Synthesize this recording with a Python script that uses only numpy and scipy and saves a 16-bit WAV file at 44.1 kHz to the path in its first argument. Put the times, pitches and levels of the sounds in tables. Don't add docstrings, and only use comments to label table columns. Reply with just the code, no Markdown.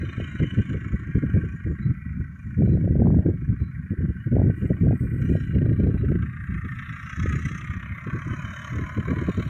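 import sys
import numpy as np
from scipy import signal
from scipy.fft import rfft, irfft, next_fast_len
from scipy.io import wavfile
from scipy.ndimage import uniform_filter1d, minimum_filter1d

SR = 44100
rng = np.random.default_rng(int(sys.argv[2]) if len(sys.argv) > 2 else 0)


def wav_record(signal):
    frames = np.transpose(np.atleast_2d(signal))
    bounded = np.clip(frames, -1, 1)
    quanta = np.round(bounded * 32767).astype(np.int16)
    wavfile.write(sys.argv[1], SR, quanta)


N = 418509
TIME = np.arange(N) / SR

# time_s, firing_rate_hz
FIRING_RATE = [(0, 26.48), (4.9, 26.54), (5.3, 27.22), (5.9, 28.17), (6.7, 28.35), (7.3, 30.92),
               (8.1, 33.54), (8.6, 35.97), (9.1, 37.68), (9.49, 37.8)]
CYLINDERS_DB = [-3, -6.5, -5.5, -3.5]
# time_s, extra_db
HARD_KNOCKS = [(5.225, 6.5), (6.23, 6), (6.795, 2.5), (7.097, 5), (7.23, 2.5), (7.328, 2), (7.458, 3)]
# frequency_hz, level_db
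BLOCK_IDLE = [(780, -42), (1010, -12.5), (1120, -2), (1220, -1.5), (1350, 1), (1510, 7), (1900, 8),
              (2050, 0), (2400, 1.5), (2540, -12), (2780, -7.5), (3050, -9), (3300, -28.5), (4100, -31),
              (4450, -53), (6000, -87)]
BLOCK_PICKUP = [(780, -57), (930, -28.5), (1100, -2.5), (1260, 9), (1400, 0), (1550, 4.5), (1950, 6.5),
                (2350, -4), (2650, -1.5), (3050, -17), (3300, -14.5), (3650, -20), (4050, -25),
                (4450, -54.5), (6000, -72)]
BLOCK_REVVED = [(780, -81), (900, -23.5), (1010, 1.5), (1130, -1), (1350, -1.5), (1550, 3.5), (1700, -0.5),
                (2100, -3), (2500, -5.5), (2780, -24), (3080, -12), (3400, -31.5), (3950, -23.5),
                (4600, -50)]
# frequency_hz, level_db
TICKS_IDLE = [(3000, -43), (5050, -19.5), (5450, -8.5), (6500, -2), (7100, -7.5), (7600, -11), (8700, -8),
              (10000, -25.5), (14500, -51)]
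TICKS_LOADED = [(3000, -36), (4900, -16), (5450, 3), (6300, 8), (7100, 4.5), (7600, -10), (8500, -7),
                (9400, -21), (10000, -22), (12500, -14), (15000, -52)]
# centre_hz, width_hz, gain_db
GROUND_NOTCHES = [(1226, 35, -10), (1749, 63, -9), (2030, 15, -5.5), (2650, 68, -5.5)]
# centre_hz, width_hz, gain_db
IDLE_RINGS = [(5400, 80, 7), (5880, 90, 7), (6850, 80, 13)]
REVVED_RING = [(1131, 11, 5)]
# time_s, level_db
BODY_LEVEL = [(0, -42.5), (1.4, -47), (2.3, -52.5), (3.1, -55), (4.1, -51.5), (5.9, -47.5), (6.7, -40.5),
              (7.1, -38), (7.9, -39.5), (9.49, -42)]
# time_s, rasp_db, ticks_db
TREBLE_LEVEL = [(0, -57, -65.5), (.5, -53.5, -64), (.9, -63.5, -71), (1.4, -67, -73.5), (2.2, -91, -85),
                (2.5, -74.5, -77), (3.1, -76, -83.5), (4.5, -83, -85.5), (4.62, -61, -77.5),
                (5.1, -80, -84.5), (5.28, -61, -65), (5.44, -55, -70), (5.6, -65, -82), (6.6, -69, -71.5),
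                (6.86, -53, -68), (7.2, -50.5, -52), (7.5, -52, -53), (7.88, -61.5, -73.5),
                (8.25, -60, -60.5), (8.6, -54, -57.5), (9.02, -57, -65.5), (9.49, -50.5, -60.5)]
# frequency_hz, level_db
EXHAUST = [(200, -34.5), (420, -18), (600, 9), (690, 2.5), (800, -13.5), (1000, -31.5), (2500, -74.5)]
# time_s, level_db
EXHAUST_LEVEL = [(0, -64), (2.2, -82), (6.8, -78), (7.1, -67), (7.8, -65), (8.2, -58), (8.6, -56.5),
                 (9.49, -57)]
# frequency_hz, level_db
WIND = [(20, -22), (33, -16), (50, -6.5), (68, 3.5), (120, 3.5), (190, -1.5), (340, -11.5), (520, -25.5),
        (640, -37.5), (800, -66), (1150, -97)]
SOFT_FLUTTER = [(170, -33.5), (255, -1.5), (330, -5), (450, -25.5), (700, -60), (1200, -91)]
GUST_RASP = [(400, -18), (600, 21), (1000, -2), (1300, -12), (2000, -58)]
# time_s, rumble_db, flutter_db
BREEZE = [(0, -28, -38.5), (1.3, -31, -46), (1.8, -31.5, -50.5), (2.05, -29.5, -57), (2.5, -34, -59.5),
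          (2.75, -35.5, -43.5), (3.3, -27.5, -39.5), (3.8, -31, -65), (4.0, -41.5, -34), (4.2, -34, -66.5),
          (4.5, -28, -38), (5.2, -25.5, -41), (6.15, -23, -41), (6.95, -36, -79), (7.35, -25, -39),
          (7.9, -32.5, -56), (8.6, -34.5, -57), (9.49, -26, -40)]
# start_s, length_s, strength_db, brightness_db
GUSTS = [(0.169, 0.038, -27, 9.5), (0.383, 0.059, -20, 7), (0.56, 0.046, -18.5, 5),
         (0.676, 0.079, -27.5, 9), (0.925, 0.016, -15.5, -1.5), (1.141, 0.039, -18.5, 4),
         (1.21, 0.049, -19.5, 6.5), (1.33, 0.057, -15.5, 4.5), (1.425, 0.02, -23, 10),
         (1.64, 0.089, -23.5, 6.5), (1.844, 0.074, -20, -4.5), (2.047, 0.015, -23.5, -4),
         (2.185, 0.026, -25, 0.5), (2.562, 0.22, -17.5, 3), (2.8, 0.17, -19.5, 4),
         (2.976, 0.22, -16.5, 5.5), (3.239, 0.063, -21, 13.5), (3.469, 0.073, -19.5, -5.5),
         (3.59, 0.066, -22.5, -1.5), (3.897, 0.036, -23.5, 6), (3.977, 0.13, -22, 1),
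         (4.248, 0.03, -23, 4.5), (4.302, 0.2, -17, 4.5), (4.621, 0.036, -22, 6.5), (4.687, 0.026, -15, 9),
         (4.801, .14, -17, 4.5), (4.992, 0.065, -23, 4.5), (5.274, 0.097, -22, 11), (5.513, 0.24, -20, 5.5),
         (5.785, 0.17, -21, 8.5), (5.988, 0.17, -22, 7.5), (6.48, 0.11, -27, -2), (6.629, 0.039, -24, 0),
         (6.869, 0.013, -26.5, -8), (7.166, 0.17, -24, -3.5), (7.495, 0.031, -23, 3.5),
         (7.687, 0.017, -23, -13), (7.887, .04, -28.5, -10), (8.056, 0.13, -27.5, 7.5),
         (8.255, 0.086, -28, 6.5), (8.709, 0.13, -28, 8.5), (8.962, 0.041, -22.5, 12),
         (9.067, 0.066, -24.5, 13.5), (9.14, 0.1, -32.5, 18), (9.262, 0.035, -22.5, 10.5),
         (9.365, 0.037, -21.5, 9.5)]
# frequency_hz, level_db
AIR_HISS = [(100, -3.5), (800, 5.5), (3500, 8.5), (5000, 5.5), (9000, -6), (13000, 0), (15500, -16)]
SIZZLE = [(5000, -26), (8000, -8), (8700, -1.5), (9300, 4.5), (9900, -6), (11300, -5.5), (13000, -0.5),
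          (13800, -7), (14600, -21)]
RUSTLE_SPECTRUM = [(3000, -12), (7000, -13), (8400, 8.5), (10500, -10), (14000, 3), (16000, -7)]
# time_s, level_db
SIZZLE_LEVEL = [(0, -82.5), (4.2, -83.5), (6.5, -77), (9.49, -76.5)]
# middle_s, half_width_s, pitch_hz, level_db
MOWER_RINGS = [(0.12, .06, 3630, -65), (0.33, 0.054, 3830, -63), (5.27, 0.026, 5950, -71),
               (5.42, .1, 3980, -71), (5.4, .03, 5470, -71), (5.85, .15, 3915, -74.5),
               (8.5, 0.15, 3026, -58), (8.55, 0.11, 3710, -67), (8.64, 0.13, 6530, -64)]
# time_s, peak_db, top_hz
BUFFETS = [(0.201, -21, 674), (0.403, -23, 620), (1.236, -21.5, 550), (1.367, -21, 620), (2.621, -17, 700),
           (2.676, -22, 680), (2.774, -24, 720), (2.877, -16.5, 660), (2.955, -17, 640),
           (3.021, -12.5, 770), (3.059, -26, 1150), (3.071, -17.5, 1050), (3.105, -22.5, 1100),
           (3.145, -25, 950), (3.188, -19.5, 680), (4.367, -10, 676), (4.385, -22.5, 1000),
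           (4.499, -20, 680), (4.716, -19, 640), (4.871, -19.5, 700), (4.91, -15, 720), (4.929, -22, 800),
           (5.354, -16.5, 660), (5.663, -22, 640), (5.802, -21.5, 597), (5.871, -24, 750),
           (6.12, -19.5, 640), (7.258, -17.5, 540), (9.132, -22, 660), (9.286, -18, 680)]
# start_s, length_s, pitch_hz, level_db
CHIRPS = [(1.782, 0.016, 3820, -72), (1.812, 0.045, 3970, -64), (2.64, 0.13, 3955, -74),
          (3.575, 0.14, 3965, -74), (5.972, 0.025, 3890, -65)]
# middle_s, half_width_s, level_db
RUSTLES = [(4.619, 0.092, -71.5), (5.022, 0.032, -62), (5.18, .22, -72)]


def gain_of(db):
    return np.exp(np.asarray(db) * (np.log(10) / 20))


def unit_rms(x):
    return x / np.sqrt(np.mean(x ** 2) + 1e-20)


def curve(rows, column=1):
    rows = np.asarray(rows)
    return np.interp(TIME, rows[:, 0], rows[:, column])


def colour(x, spectrum, bands=()):
    size = next_fast_len(N)
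    hz = np.fft.rfftfreq(size, 1 / SR)
    knot_hz, knot_db = np.transpose(spectrum)
    db = np.interp(np.log(hz + 1), np.log(knot_hz + 1), knot_db)
    db += sum(gain_db * np.exp(-.5 * ((hz - centre) / width) ** 2) for centre, width, gain_db in bands)
    return unit_rms(irfft(rfft(x, size) * gain_of(db), size)[:N])


def noise(spectrum):
    return colour(rng.standard_normal(N), spectrum)


def drift(per_s):
    knots = rng.standard_normal(4000)
    return unit_rms(np.interp(TIME * per_s, np.arange(len(knots)), knots))


def steadied(x, seconds):
    size = max(int(seconds * SR), 8)
    return x / np.sqrt(abs(uniform_filter1d(uniform_filter1d(x ** 2, size), size)) + 1e-9)


def add(mix, start_s, sound):
    part = mix[max(round(start_s * SR), 0):][:len(sound)]
    part += sound[:len(part)]


def split(x, hz):
    low = signal.sosfiltfilt(signal.butter(4, hz, fs=SR, output="sos"), x)
    return low, x - low


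def bandpass(x, order, low_hz, high_hz):
    return signal.sosfilt(signal.butter(order, [low_hz, high_hz], "bandpass", fs=SR, output="sos"), x)


def knocks(rise_s, decay_s, whirr, uneven_db, alike, grain_db, lead_cycles):
    rate_hz = curve(FIRING_RATE)
    cycles = np.cumsum(rate_hz) / SR + .66 + lead_cycles
    firing, age_s = cycles.astype(int), cycles % 1 / rate_hz
    cylinder = firing % len(CYLINDERS_DB)
    strength, jitter = rng.standard_normal((400, 2)).T
    strength_db = uneven_db * np.tanh(strength) + np.resize(CYLINDERS_DB, len(strength))
    for time_s, extra_db in HARD_KNOCKS:
        strength_db[firing[int(time_s * SR)]] = np.mean(CYLINDERS_DB) + extra_db
    burst = (1 - np.exp(-(age_s / rise_s) ** 2)) * np.exp(-age_s / decay_s)
    sample = np.round((age_s + .0001 * jitter[firing]) * SR).astype(int)
    own_rattle = rng.standard_normal((len(CYLINDERS_DB), SR))[cylinder, sample]
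    rattle = np.sqrt(alike) * own_rattle + np.sqrt(1 - alike) * rng.standard_normal(N)
    rattle *= unit_rms(gain_of(grain_db * drift(400)))
    gears = whirr * np.interp(rate_hz, [27, 28.3, 31, 35], [1.7, 1.1, 1, 1.5]) * rng.standard_normal(N)
    return gain_of(strength_db)[firing] * burst / burst.max() * rattle + gears


def wavering_echo(x, share, delay_s, wander_s, per_s):
    echo = np.interp(TIME - delay_s - wander_s * drift(per_s), TIME, x)
    return (x + share * echo) / np.hypot(1, share)


def shimmer(x, depth_db=5):
    hz, frames, spectra = signal.stft(x, SR, nperseg=640, noverlap=480)
    brief, lasting = rng.standard_normal((len(frames), len(hz), 2)).T
    brief = unit_rms(uniform_filter1d(uniform_filter1d(brief, size=2, axis=0), size=16, axis=1))
    lasting = unit_rms(uniform_filter1d(uniform_filter1d(lasting, size=3, axis=0), size=110, axis=1))
    band_depth_db = depth_db * np.interp(hz, [1500, 3600], [.5, 1])[:, None]
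    gain = gain_of(band_depth_db * unit_rms(brief + lasting))
    gain /= np.sqrt(np.mean(gain ** 2, axis=1, keepdims=True))
    return signal.istft(spectra * gain, SR, nperseg=640, noverlap=480)[1][:N]


def engine_block(drive, idle, revved):
    return (idle * colour(drive, BLOCK_IDLE, GROUND_NOTCHES)
            + (1 - idle - revved) * colour(drive, BLOCK_PICKUP)
            + revved * colour(drive, BLOCK_REVVED, REVVED_RING))


def tractor(rasp_db=1, ticks_db=-2.5):
    idle = np.interp(TIME, [5.4, 6.8], [1, 0])
    loaded = np.interp(TIME, [6.9, 7.15], [0, 1])
    revved = np.interp(TIME, [7.4, 8.2], [0, 1])
    thuds = knocks(rise_s=.0048, decay_s=.011, whirr=.185, uneven_db=1.2, alike=.5, grain_db=1.5,
                   lead_cycles=.02 + .03 * idle)
    clanks = knocks(rise_s=.006, decay_s=.0075, whirr=.14, uneven_db=2, alike=.1, grain_db=2.5,
                    lead_cycles=.08)
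    taps = knocks(rise_s=.009, decay_s=.005, whirr=.16, uneven_db=2.5, alike=.25, grain_db=1.5,
                  lead_cycles=.07 + .07 * idle)
    body, _ = split(engine_block(thuds, idle, revved), hz=2660)
    body = wavering_echo(body, share=.5, delay_s=.0045, wander_s=.0002, per_s=6)
    _, rasp = split(engine_block(clanks, idle, revved), hz=2710)
    rasp = steadied(wavering_echo(rasp, share=.4, delay_s=.0026, wander_s=.00014, per_s=11), seconds=.4)
    ticks = (1 - loaded) * colour(taps, TICKS_IDLE, IDLE_RINGS) + loaded * colour(taps, TICKS_LOADED)
    ticks = wavering_echo(ticks, share=.65, delay_s=.0031, wander_s=.00005, per_s=6)
    clatter = gain_of(curve(BODY_LEVEL)) * body + gain_of(curve(TREBLE_LEVEL) + rasp_db) * rasp
    clatter += gain_of(curve(TREBLE_LEVEL, column=2) + ticks_db) * ticks
    exhaust = gain_of(curve(EXHAUST_LEVEL)) * colour(thuds, EXHAUST)
    return shimmer(clatter) + mower(clanks) + exhaust


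def swells(rows, attack_s, release_s):
    power, t = np.zeros(N), TIME[:SR]
    for start_s, length_s, db in rows:
        rise = np.sin(np.pi / 2 * np.minimum(t / attack_s, 1)) ** 2
        fall = np.exp(-np.maximum(t - length_s, 0) / release_s)
        add(power, start_s, (gain_of(db) * rise * fall) ** 2)
    return np.sqrt(power)


def wind(attack_s=.017, release_s=.012, full_gust_db=-13.5, full_flutter_db=-29, rumble_db=-.03):
    growth = 1.182
    start_s, length_s, strength_db, brightness_db = np.transpose(GUSTS)
    flutter_db = full_flutter_db + growth * (strength_db - full_gust_db) + brightness_db
    gust_rumble = swells(zip(start_s, length_s, strength_db), attack_s, release_s)
    gust_flutter = swells(zip(start_s, length_s, flutter_db), attack_s * growth, release_s / growth)
    lumps_db = 5 * np.tanh(drift(22)) - 2
    rumble_gain = np.hypot(gust_rumble, gain_of(curve(BREEZE) + lumps_db))
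    flutter_gain = np.hypot(gust_flutter, gain_of(curve(BREEZE, column=2) + growth * lumps_db))
    low, high = split(noise(WIND), hz=250)
    eddies = drift(45)
    churn = gain_of(4.4 * eddies + 4.5 * drift(110))
    rumble = steadied(low * gain_of(3 * eddies), seconds=.05) * rumble_gain * gain_of(rumble_db)
    hardness = np.interp(20 * np.log10(flutter_gain), [-46, -28], [.1, .9])
    flutter = hardness * unit_rms(high) + (1 - hardness) * noise(SOFT_FLUTTER)
    flutter = steadied(flutter * churn, seconds=.05) * flutter_gain
    lasting_db = 20 * np.log10(uniform_filter1d(flutter_gain, size=SR // 7))
    rasp = noise(GUST_RASP) * gain_of(-58 + 4.7 * np.minimum(lasting_db + 30, 5))
    return rumble + flutter + rasp * churn


def field(hiss_db=-82):
    rustle_gain = rustle_envelope()
    sizzle = gain_of(curve(SIZZLE_LEVEL) + 1.1 * drift(24)) * noise(SIZZLE)
    hiss = gain_of(hiss_db) * noise(AIR_HISS)
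    return hiss + shimmer(sizzle + rustle_gain * noise(RUSTLE_SPECTRUM))


def mower(drive, width_hz=150):
    out = np.zeros(N)
    for middle_s, half_width_s, hz, db in MOWER_RINGS:
        ring = unit_rms(bandpass(drive, 2, hz - width_hz / 2, hz + width_hz / 2))
        out += gain_of(db) * np.exp(-.5 * ((TIME - middle_s) / half_width_s) ** 2) * ring
    return out


def buffets(swing_s=.0018, crackle_s=.0065, bass_cut_hz=130):
    out, t = np.zeros(N), np.arange(SR // 16) / SR - .002
    for (time_s, peak_db, top_hz), polarity in zip(BUFFETS, rng.choice([-1, 1], len(BUFFETS))):
        jump = np.sign(t) * np.exp(-abs(t) / swing_s)
        grain = unit_rms(uniform_filter1d(rng.standard_normal(len(t)), size=20))
        crackle = .05 * (t > 0) * np.exp(-abs(t) / crackle_s) * grain
        slap = bandpass(jump + crackle, 8, bass_cut_hz, top_hz)
        add(out, time_s - .004, polarity * gain_of(peak_db) * slap / abs(slap).max())
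    return out


def bird(hoarseness=.011, echo_decay_s=.025, wet=.8):
    notes = np.zeros(N)
    for start_s, length_s, hz, db in CHIRPS:
        arch = 1 - np.linspace(-1, 1, int(length_s * SR)) ** 2
        pitch_hz = hz * (1 + hoarseness * drift(300)[:len(arch)])
        add(notes, start_s, gain_of(db) * unit_rms(arch * np.sin(2 * np.pi * np.cumsum(pitch_hz) / SR)))
    t = TIME[:SR // 2]
    trees = rng.standard_normal(len(t)) * np.exp(-t / echo_decay_s)
    return notes / 2 + wet * signal.fftconvolve(notes, trees / np.linalg.norm(trees))[:N]


def rustle_envelope():
    power = sum(gain_of(2 * db) / (1 + ((TIME - middle_s) / half_width_s) ** 2) ** 2
                for middle_s, half_width_s, db in RUSTLES)
    return np.sqrt(power) * gain_of(1.2 * drift(25) + 2.5 * drift(250))


def scene():
    return (tractor() + wind() + buffets() + bird() + field())[None]


def record(dry, ceiling_db=-7.3, cutoff_hz=15700):
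    allowed = np.minimum(1, gain_of(ceiling_db) / (abs(dry[0]) + 1e-9))
    held = minimum_filter1d(allowed, size=900)
    gain = uniform_filter1d(uniform_filter1d(held, size=400), size=400)
    lowpass = signal.firwin(511, cutoff_hz, window=("kaiser", 9), fs=SR)
    return signal.oaconvolve(dry * gain, lowpass[None], "same")


dry = scene()
out = record(dry)
wav_record(out)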